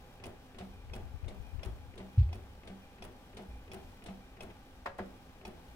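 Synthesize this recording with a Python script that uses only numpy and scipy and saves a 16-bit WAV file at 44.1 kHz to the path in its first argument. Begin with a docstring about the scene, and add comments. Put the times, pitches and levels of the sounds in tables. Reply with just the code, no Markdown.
"""A small room, an inkjet printer close by on the left, heard through a hand-held camera's two microphone ports.
From the start the air is still, the grip rumbles and the carriage hisses (shaped noise) along its rail, with
drive tones; at each turn, nearly three a second, knocks (noise bursts, damped modes), ticks and a shudder.
Around 1.4 s something rubs the left port; near 2.2 s a double bump makes one deep thud in the camera body.
Near 4.9 s the carriage slows almost to a halt between two clacks, then runs on to a last turn at 5.45 s."""
import sys
import numpy as np
from scipy import signal
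from scipy.fft import rfft, irfft
from scipy.io import wavfile

SR = 44100
rng = np.random.default_rng(int(sys.argv[2]) if len(sys.argv) > 2 else 0)


def master_out(mix):
    """Clip the mix to full scale and print it as 16-bit PCM to the path in sys.argv[1]."""
    frames = np.transpose(np.atleast_2d(mix))
    ceiling = np.clip(frames, -1, 1)
    pcm = np.round(ceiling * 32767).astype(np.int16)
    wavfile.write(sys.argv[1], SR, pcm)


N = 253575
TIME = np.arange(N) / SR
AGE = np.arange(SR // 2) / SR  # s since a blow
LEFT_LEAD = 0.00013  # s: the printer stands to the left

# In all tables of blows the levels are set before the small trims in the code.
# Turns at the first end of the rail: [t/s, knock level/dB, frame shudder level/dB, plastic rattle level/dB]
FIRST_END_TURNS = [(0.237, -45, -46.5, -50.5), (0.9336, -45, -47.5, -52.5), (1.6303, -44, -48.5, -52.5),
                   (2.327, -47, -52, -57.5), (3.0214, -45.5, -49, -51.5), (3.7148, -46.5, -47.5, -49.5),
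                   (4.4051, -45, -47.5, -52), (5.4498, -44.5, -48, -55)]
# Turns at the other end: [t/s, knock level/dB, frame shudder level/dB, belt take-up knock level/dB,
# hollow boom level/dB, plastic tick level/dB]
OTHER_END_TURNS = [(0.5837, -47.5, -48.5, -47.5, -43, -68), (1.2797, -48, -49, -56, -48.5, -68),
                   (1.9759, -48.5, -48.5, -51, -43, -61), (2.672, -49.5, -52.5, -55, -44.5, -66),
                   (3.3677, -47.5, -48, -54, -47.5, -62), (4.059, -47, -50, -49.5, -41.5, -52.5)]
# Colour of the shaking frame: [f/Hz, relative level/dB per Hz]
SHUDDER_COLOUR = [(60, 6.5), (110, 4.5), (150, -6.5), (210, 8), (290, -9.5), (380, 5.5), (500, -10),
                  (680, -2), (950, -11), (1500, -16), (3000, -22.5), (6000, -46), (15500, -57.5)]
# Modes of the frame: [f/Hz, level/dB, t60/s]
FRAME_RING = [(343, -6, 0.52), (382.6, -1, 0.27), (483.5, -1.5, 0.25), (594, -8.5, 0.24), (625, -3, 0.32),
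              (779, -7, 0.14)]
# Modes of the hollow body: [f/Hz, level/dB, t60/s]
HOLLOW_RING = [(192.5, 5.5, 0.34), (182, -18, 0.15), (215.5, -13, 0.35)]


def gain_of(db):
    """Decibels to amplitude."""
    return 10 ** (np.asarray(db) / 20)


def evened(x):
    """Scales to rms 1."""
    return x / np.sqrt(np.mean(x ** 2) + 1e-20)


def read(points, hz):
    """Reads a table on a log-frequency axis."""
    f, value = np.transpose(points)
    return np.interp(np.log(hz + 1), np.log(f), value)


def add(mix, s, sound):
    """Mixes a sound in at time s."""
    part = mix[..., max(round(s * SR), 0):][..., :sound.shape[-1]]
    part += sound[..., :part.shape[-1]]


def wander(rate_hz, size=N):
    """Slow random motion of rms 1."""
    knots = np.arange(0, size, 32)
    hz = np.fft.rfftfreq(len(knots), knots[1] / SR)
    spectrum = rfft(rng.standard_normal(len(knots))) * np.exp(-(hz / rate_hz) ** 2)
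    slow = irfft(spectrum, len(knots))
    return np.interp(np.arange(size), knots, evened(slow))


def noise(colour, size):
    """Coloured noise at the two microphone ports, which agree in the bass more than in the treble."""
    # Likeness of the two ports: [f/Hz, coherence]
    coherence = [(20, 0.91), (120, 0.95), (250, 0.99), (500, 0.91), (1000, 0.43), (2200, 0.4),
                 (4000, 0.067), (8000, 0.17), (15500, 0.069)]
    # Balance of the ports: [f/Hz, left minus right level/dB]
    balance = [(20, -0.5), (500, 0.9), (1000, 1.5), (2500, 2), (6000, 2), (13000, 2.5)]
    hz = np.fft.rfftfreq(size, 1 / SR)
    left, other = rfft(rng.standard_normal((2, size)))
    same = np.clip(read(coherence, hz), -1, 1)
    lean = gain_of(read(balance, hz) / 2)
    late_left = left * np.exp(-2j * np.pi * hz * LEFT_LEAD)
    right = same * late_left + np.sqrt(1 - same ** 2) * other
    ports = np.array([left * lean, right / lean])
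    return evened(irfft(ports * gain_of(read(colour, hz)), size))


def burst(colour, rise, t60, chatter_db=0):
    """A blow on a part with many crowded modes: noise swells and dies; chatter breaks it into small impacts."""
    shape = (1 - np.exp(-(AGE / rise) ** 2)) * gain_of(-60 * AGE / t60)
    contacts = evened(gain_of(chatter_db * np.clip(wander(270, len(AGE)), -2, 2)))
    sound = noise(colour, len(AGE)) * shape * contacts
    # the level belongs to the peak of the swell, whatever its length
    return evened(sound) * np.sqrt(np.mean(shape ** 2)) / shape.max()


def ring(modes, rise, spread=0):
    """Damped modes after a soft or hard blow; spread (radians) scatters their phase at each port."""
    hz, db, t60 = np.transpose(modes)[:, :, None]
    phase = spread * rng.standard_normal((2, len(modes), 1))
    phase[1] -= 2 * np.pi * hz * LEFT_LEAD
    partials = gain_of(db - 60 * AGE / t60) * np.sin(2 * np.pi * hz * AGE + phase)
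    return partials.sum(1) * (1 - np.exp(-(AGE / rise) ** 2))


def tone(hz, width_hz):
    """A line wavering in pitch and level that reaches the left port first."""
    phase = 2 * np.pi * np.cumsum(hz + width_hz / 2 * wander(width_hz)) / SR
    ports = np.sin([phase, phase - 2 * np.pi * hz * LEFT_LEAD])
    return np.sqrt(2) * ports * gain_of(2.4 * wander(20.5))


def alike(rows, colour, rise, t60):
    """One chattering burst a row; the same part is struck each time, so some of its ring repeats."""
    own, *fresh = [burst(colour, rise, t60, chatter_db=0.4) for _ in range(len(rows) + 1)]
    return [(own + 2 * one) / np.hypot(1, 2) for one in fresh]


def still_air():
    """The still air of the place: steady noise that falls off towards the treble."""
    # Colour of the air: [f/Hz, relative level/dB per Hz]
    air_colour = [(20, -0.5), (120, -6.5), (250, -12.5), (500, -11), (800, -16.5), (1500, -18),
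                  (3000, -23.5), (6000, -32.5), (15500, -42.5)]
    return gain_of(-59.5) * noise(air_colour, N)


def room(x):
    """A diffuse tail whose treble dies first, apart from a shorter decay in the lowest bass."""
    # Decay of the room: [f/Hz, t60/s]
    room_decay = [(100, 0.14), (500, 0.41), (2000, 0.31), (6000, 0.26), (14000, 0.21)]
    hz, t, z = signal.stft(rng.standard_normal((2, len(AGE))), SR, nperseg=256)
    fading = z * gain_of(-60 * t / read(room_decay, hz)[:, None])
    tail = signal.istft(fading, SR, nperseg=256)[1][:, :len(AGE)]
    tail = tail * (1 - np.exp(-(AGE / 0.012) ** 2))
    return signal.fftconvolve(x, tail / np.linalg.norm(tail[0]), axes=1)[:, :N]


def grip_rumble():
    """Low noise through the camera body that swells and settles as the hand shifts its grip."""
    # Colour of the rumble: [f/Hz, relative level/dB per Hz]
    rumble_colour = [(10, -4), (30, -1), (45, 0.5), (65, 3.5), (90, 0), (130, -9), (200, -46), (500, -50),
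                     (2000, -88)]
    # Shifts of the grip: [t/s, level/dB, settling time constant/s]
    shifts = [(.7, -52, 0.14), (.9, -45.5, 0.21), (1.72, -46.5, 0.15), (2.25, -40.5, 0.16),
              (3.53, -63, .15), (3.87, -51, 0.083)]
    rise_s, steady_hand_db = .04, -59.5
    grip = gain_of(steady_hand_db)
    for s, db, settle in shifts:
        swell = np.exp(-np.maximum((s - TIME) / rise_s, (TIME - s) / settle))
        grip = np.hypot(grip, gain_of(db) * swell)
    return noise(rumble_colour, N) * grip


def left_port_rubs():
    """A finger rests on the left microphone port for a while, and brushes across the body rub there."""
    # Colour of the rubbing: [f/Hz, relative level/dB per Hz]
    rub_colour = [(15, -18), (40, 6), (75, 11), (120, -3.5), (170, -26), (300, -41), (2000, -80)]
    # Brushes across the camera body: [t/s, level/dB]
    brushes = [(1.027, -41), (1.136, -35), (1.224, -32), (1.26, -33.5), (1.394, -34.5), (1.534, -32.5),
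               (1.57, -32.5), (1.658, -34)]
    touch_mid_s, touch_half_s, touch_db = 1.37, 0.63, -48
    out = np.zeros((2, N))
    touch = np.exp(-((TIME - touch_mid_s) / touch_half_s) ** 4)
    out[0] += gain_of(touch_db) * touch * noise(rub_colour, N)[0]
    for s, db in brushes:
        add(out[0], s, gain_of(db) * burst(rub_colour, rise=0.007, t60=.13)[0])
    return out


def body_bumps():
    """Sways and bumps ring the low modes of the camera body; each bump brings a soft rustle of skin."""
    # Sways of the camera body: [t/s, level/dB]
    sways = [(1.664, -35.5), (3.483, -37), (3.534, -43), (5.68, -45)]
    # Modes of the sway: [f/Hz, level/dB, t60/s]
    sway_ring = [(32.4, -9, .4), (58, -0.5, 0.35)]
    # Bumps on the camera body: [t/s, level/dB]
    bumps = [(2.1745, -1.5), (2.2081, -6.5)]
    # Modes of the bumped body: [f/Hz, level/dB, t60/s]
    body_ring = [(61.7, -2.5, 0.12), (81.3, -10.5, 0.28), (90.3, 0.5, 0.137), (102.6, -1, 0.14),
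                 (115, -21.5, 0.23)]
    # Colour of skin on the camera: [f/Hz, relative level/dB per Hz]
    skin_colour = [(300, -23), (1500, -16), (2400, 4), (3500, 2), (5000, -5), (7000, -20), (15500, -32)]
    out = np.zeros((2, N))
    for s, db in sways:
        add(out, s, gain_of(db) * ring(sway_ring, rise=0.0061))
    for s, db in bumps:
        add(out, s, gain_of(db) * ring(body_ring, rise=0.022))
        add(out, s, gain_of(db - 57) * burst(skin_colour, rise=0.014, t60=0.16, chatter_db=3))
    return out


def carriage():
    """Rail hiss, drive tones, belt and whistle follow the speed, which drops to zero just ahead of each knock."""
    # Share of full speed around the near halt: [t/s, share]
    slowing = [(4.8, 1), (4.87, 0.27), (4.97, 0.12), (5.05, 1)]
    # Colour of the slider on the rail: [f/Hz, relative level/dB per Hz]
    rail_colour = [(100, -1.5), (200, 4.5), (500, -10.5), (820, -2), (1100, -11.5), (2000, -20.5),
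                   (3200, -16), (4500, -21.5), (5500, -21.5), (7000, -26.5), (10000, -25.5), (15500, -26.5)]
    # Tones of the running drive: [f/Hz, level/dB, width/Hz]
    drive_lines = [(259, -66.5, 5.17), (400, -81.5, 20.1), (510, -75.5, 21.1), (767, -73.5, 27.8),
                   (826, -71.5, 25), (1175, -80, 14.1), (1558, -79.5, 60.4), (3170, -80, 46),
                   (4005, -87, 40), (5570, -85, 160)]
    ramp_s, stop_lead_s = 0.054, 0.0048  # time to stop or reach full speed; lead of the stop on the knock
    belt_hz, belt_db, belt_back_db = 2402, -77, -74
    belt_lag_s, belt_half_s = 0.2, 0.053  # swell on the way back, after a turn at the other end

    times = np.sort([row[0] for row in FIRST_END_TURNS + OTHER_END_TURNS])
    to_turn = abs(TIME[:, None] - times + stop_lead_s).min(1)
    speed = np.clip(to_turn / ramp_s, 0, 1) * np.interp(TIME, *np.transpose(slowing))

    grit = gain_of(1.34 * wander(4.4) + 1.5 * wander(210))  # the slider catches on the rail
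    hiss = gain_of(-61.5) * noise(rail_colour, N) * grit
    drive = sum(gain_of(db) * tone(hz, width) for hz, db, width in drive_lines)

    # the belt teeth sing roughly, most of all around the middle of the way back
    way_back = sum(np.exp(-((TIME - row[0] - belt_lag_s) / belt_half_s) ** 4) for row in OTHER_END_TURNS)
    teeth = tone(belt_hz, 44) * evened(gain_of(2.7 * wander(90)))
    belt = (gain_of(belt_back_db) * way_back + gain_of(belt_db)) * teeth

    # the motor driver whistles with a side tone above and below; a lower whistle swells while it brakes
    side_tones = tone(14368, 30) + tone(14766, 30)
    switching = tone(14567, 16) + gain_of(-5) * side_tones
    brake_swell = np.exp(-((TIME[:, None] - times + .034) / .016) ** 2).sum(1)
    braking = gain_of(-83) * brake_swell * tone(13129, 12)
    return speed * (hiss + drive + belt + gain_of(-91.0) * switching) + braking


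def tap():
    """The drive train takes up its slack: a chattering burst over a short ring."""
    # Colour of the tap: [f/Hz, relative level/dB per Hz]
    tap_colour = [(400, 8), (1500, -6), (2100, -1.5), (2650, 0), (3400, -10.5), (6000, -21), (15500, -44)]
    # Modes of the drive train: [f/Hz, level/dB, t60/s]
    train_ring = [(2040, -2, .03), (2510, 1, 0.036), (2620, -5, 0.06), (3020, -8.5, 0.038)]
    contact = gain_of(-53) * burst(tap_colour, rise=.0025, t60=0.055, chatter_db=1.5)
    return contact + gain_of(-62) * ring(train_ring, rise=0.0034, spread=2.5)


def tick():
    """A loose plastic part strikes the carriage: a very short, bright, chattering burst."""
    # Colour of the tick: [f/Hz, relative level/dB per Hz]
    tick_colour = [(500, 1.5), (2500, -1), (4500, -6), (6000, -9), (7500, -9), (10000, -1.5), (12000, -16),
                   (15500, -8)]
    return burst(tick_colour, rise=0.0017, t60=0.034, chatter_db=1.5)


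def clacks():
    """Two hard blows crack through the plastic case and set its hollow body ringing."""
    # Clacks around the near halt: [t/s, rise/s, crack level/dB, case ring level/dB,
    # frame shudder level/dB, hollow boom level/dB]
    blows = [(4.8562, 0.0044, -35.5, -46.5, -52, -62), (4.9834, 0.0061, -41.5, -49, -42.5, -41)]
    # Colour of the crack: [f/Hz, relative level/dB per Hz]
    crack_colour = [(100, -19), (300, -11), (560, 3.5), (720, 3), (900, 0), (1150, 0), (1900, -2.5),
                    (2400, -11.5), (4200, -19.5), (7000, -31.5), (15500, -41)]
    # Modes of the case: [f/Hz, level/dB, t60/s]
    case_ring = [(384, -16, 0.24), (552, 0.5, 0.32), (732, 0, 0.25), (900, 10, 0.096), (1070, -12, 0.17),
                 (1513, -6, 0.18), (1660, 3, 0.14), (1954, -10, 0.063), (2100, -15, .1), (4100, -13, .08)]
    out = np.zeros((2, N))
    for s, rise, crack_db, case_db, shudder_db, boom_db in blows:
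        add(out, s, gain_of(crack_db + 1.5) * burst(crack_colour, rise, t60=0.091))
        add(out, s, gain_of(case_db) * ring(case_ring, rise, spread=0.51))
        add(out, s, gain_of(shudder_db) * burst(SHUDDER_COLOUR, rise=0.012, t60=0.2))
        add(out, s, gain_of(shudder_db - 1.5) * ring(FRAME_RING, rise=0.0074, spread=.5))
        add(out, s, gain_of(boom_db) * ring(HOLLOW_RING, rise=0.024))
    add(out, 4.5, gain_of(3) * tap())  # a stronger tap, well before the first clack
    add(out, 4.981, gain_of(-56) * tick())  # a tick just before the second
    return out


def braking_and_frame():
    """The motor brakes before every turn, with a tap and a shudder; the frame rings just after the turn."""
    brake_lead_s = .0395
    out = np.zeros((2, N))
    for s, _, shudder_db, *_ in FIRST_END_TURNS + OTHER_END_TURNS:
        add(out, s - brake_lead_s, tap())
        add(out, s - brake_lead_s, gain_of(-52.5) * burst(SHUDDER_COLOUR, rise=0.029, t60=0.34))
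        add(out, s + 0.01006, gain_of(shudder_db - 2.5) * ring(FRAME_RING, rise=0.019, spread=0.46))
    return out


def first_end_knocks():
    """The carriage knocks as it reverses; the frame shudders, and loose plastic strikes and bounces once."""
    # Colour of the knock: [f/Hz, relative level/dB per Hz]
    knock_colour = [(150, -19), (380, 5), (520, 0), (780, 3.5), (1200, -9), (1750, -18.5), (2500, -2),
                    (3400, -11.5), (4300, -12.5), (5500, -14.5), (7500, -22.5), (10000, -19), (15500, -32)]
    # Modes of the carriage: [f/Hz, level/dB, t60/s]
    carriage_ring = [(2070, -0.5, 0.042), (2550, 3, 0.051), (3014, -10.5, 0.049), (3368, 2, 0.047),
                     (4580, -9, .03), (5450, -1, 0.043)]
    rattle_lag_s, bounce_s = .0178, .009
    out = np.zeros((2, N))
    knocks = alike(FIRST_END_TURNS, knock_colour, rise=0.0023, t60=0.067)
    for (s, knock_db, shudder_db, rattle_db), knock in zip(FIRST_END_TURNS, knocks):
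        add(out, s, gain_of(knock_db) * knock)
        add(out, s, gain_of(knock_db - 4.0) * ring(carriage_ring, rise=0.0017, spread=1.87))
        add(out, s + .011, gain_of(shudder_db + 1.5) * burst(SHUDDER_COLOUR, rise=0.013, t60=0.32))
        add(out, s + rattle_lag_s, gain_of(rattle_db) * tick())
        add(out, s + rattle_lag_s + bounce_s, gain_of(rattle_db + 1.6) * tick())
    return out


def other_end_knocks():
    """Loose plastic tips over, the carriage knocks and the pulley rings; the body booms, the belt takes up."""
    # Colour of the knock: [f/Hz, relative level/dB per Hz]
    knock_colour = [(150, -12), (400, 9), (800, -4), (1300, -8), (2200, -4.5), (3700, -6.5), (5000, -12),
                    (7000, -17), (9500, -15), (12000, -30), (15500, -28)]
    # Colour of the second knock, as the belt takes up: [f/Hz, relative level/dB per Hz]
    take_up_colour = [(150, -30), (700, 20.5), (1200, -2), (2400, 7), (3500, -3.5), (6000, -13),
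                      (15500, -44)]
    # Modes of the pulley: [f/Hz, level/dB, t60/s]
    pulley_ring = [(2176, -2, 0.044), (2900, -9, 0.044), (3605, -1.5, 0.064)]
    tip_lead_s = .0215
    out = np.zeros((2, N))
    knocks = alike(OTHER_END_TURNS, knock_colour, rise=0.0025, t60=0.097)
    for (s, knock_db, shudder_db, take_up_db, boom_db, tick_db), knock in zip(OTHER_END_TURNS, knocks):
        add(out, s - tip_lead_s, gain_of(tick_db) * tick())
        add(out, s, gain_of(knock_db) * knock)
        add(out, s, gain_of(knock_db - 3.5) * ring(pulley_ring, rise=0.0016, spread=1.8))
        add(out, s + .012, gain_of(shudder_db + 1.0) * burst(SHUDDER_COLOUR, rise=0.0064, t60=0.28))
        add(out, s + 0.01793, gain_of(boom_db) * ring(HOLLOW_RING, rise=0.016))
        add(out, s + 0.022, gain_of(take_up_db) * burst(take_up_colour, rise=0.0041, t60=0.11))
    return out


def scene():
    """Still air, the hand on the camera, the running carriage, and the blows with their room tail."""
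    handling = grip_rumble() + left_port_rubs() + body_bumps()
    turns = braking_and_frame() + first_end_knocks() + other_end_knocks()
    blows = clacks() + turns
    return still_air() + handling + carriage() + gain_of(-13) * room(blows) + blows


def record(dry):
    """The recorder's band limit: a steep low-pass."""
    edge_hz = 15850
    low_pass = signal.firwin(511, edge_hz, window=("kaiser", 9), fs=SR)
    return signal.oaconvolve(dry, low_pass[None], "same", axes=1)


dry = scene()
out = record(dry)
master_out(out)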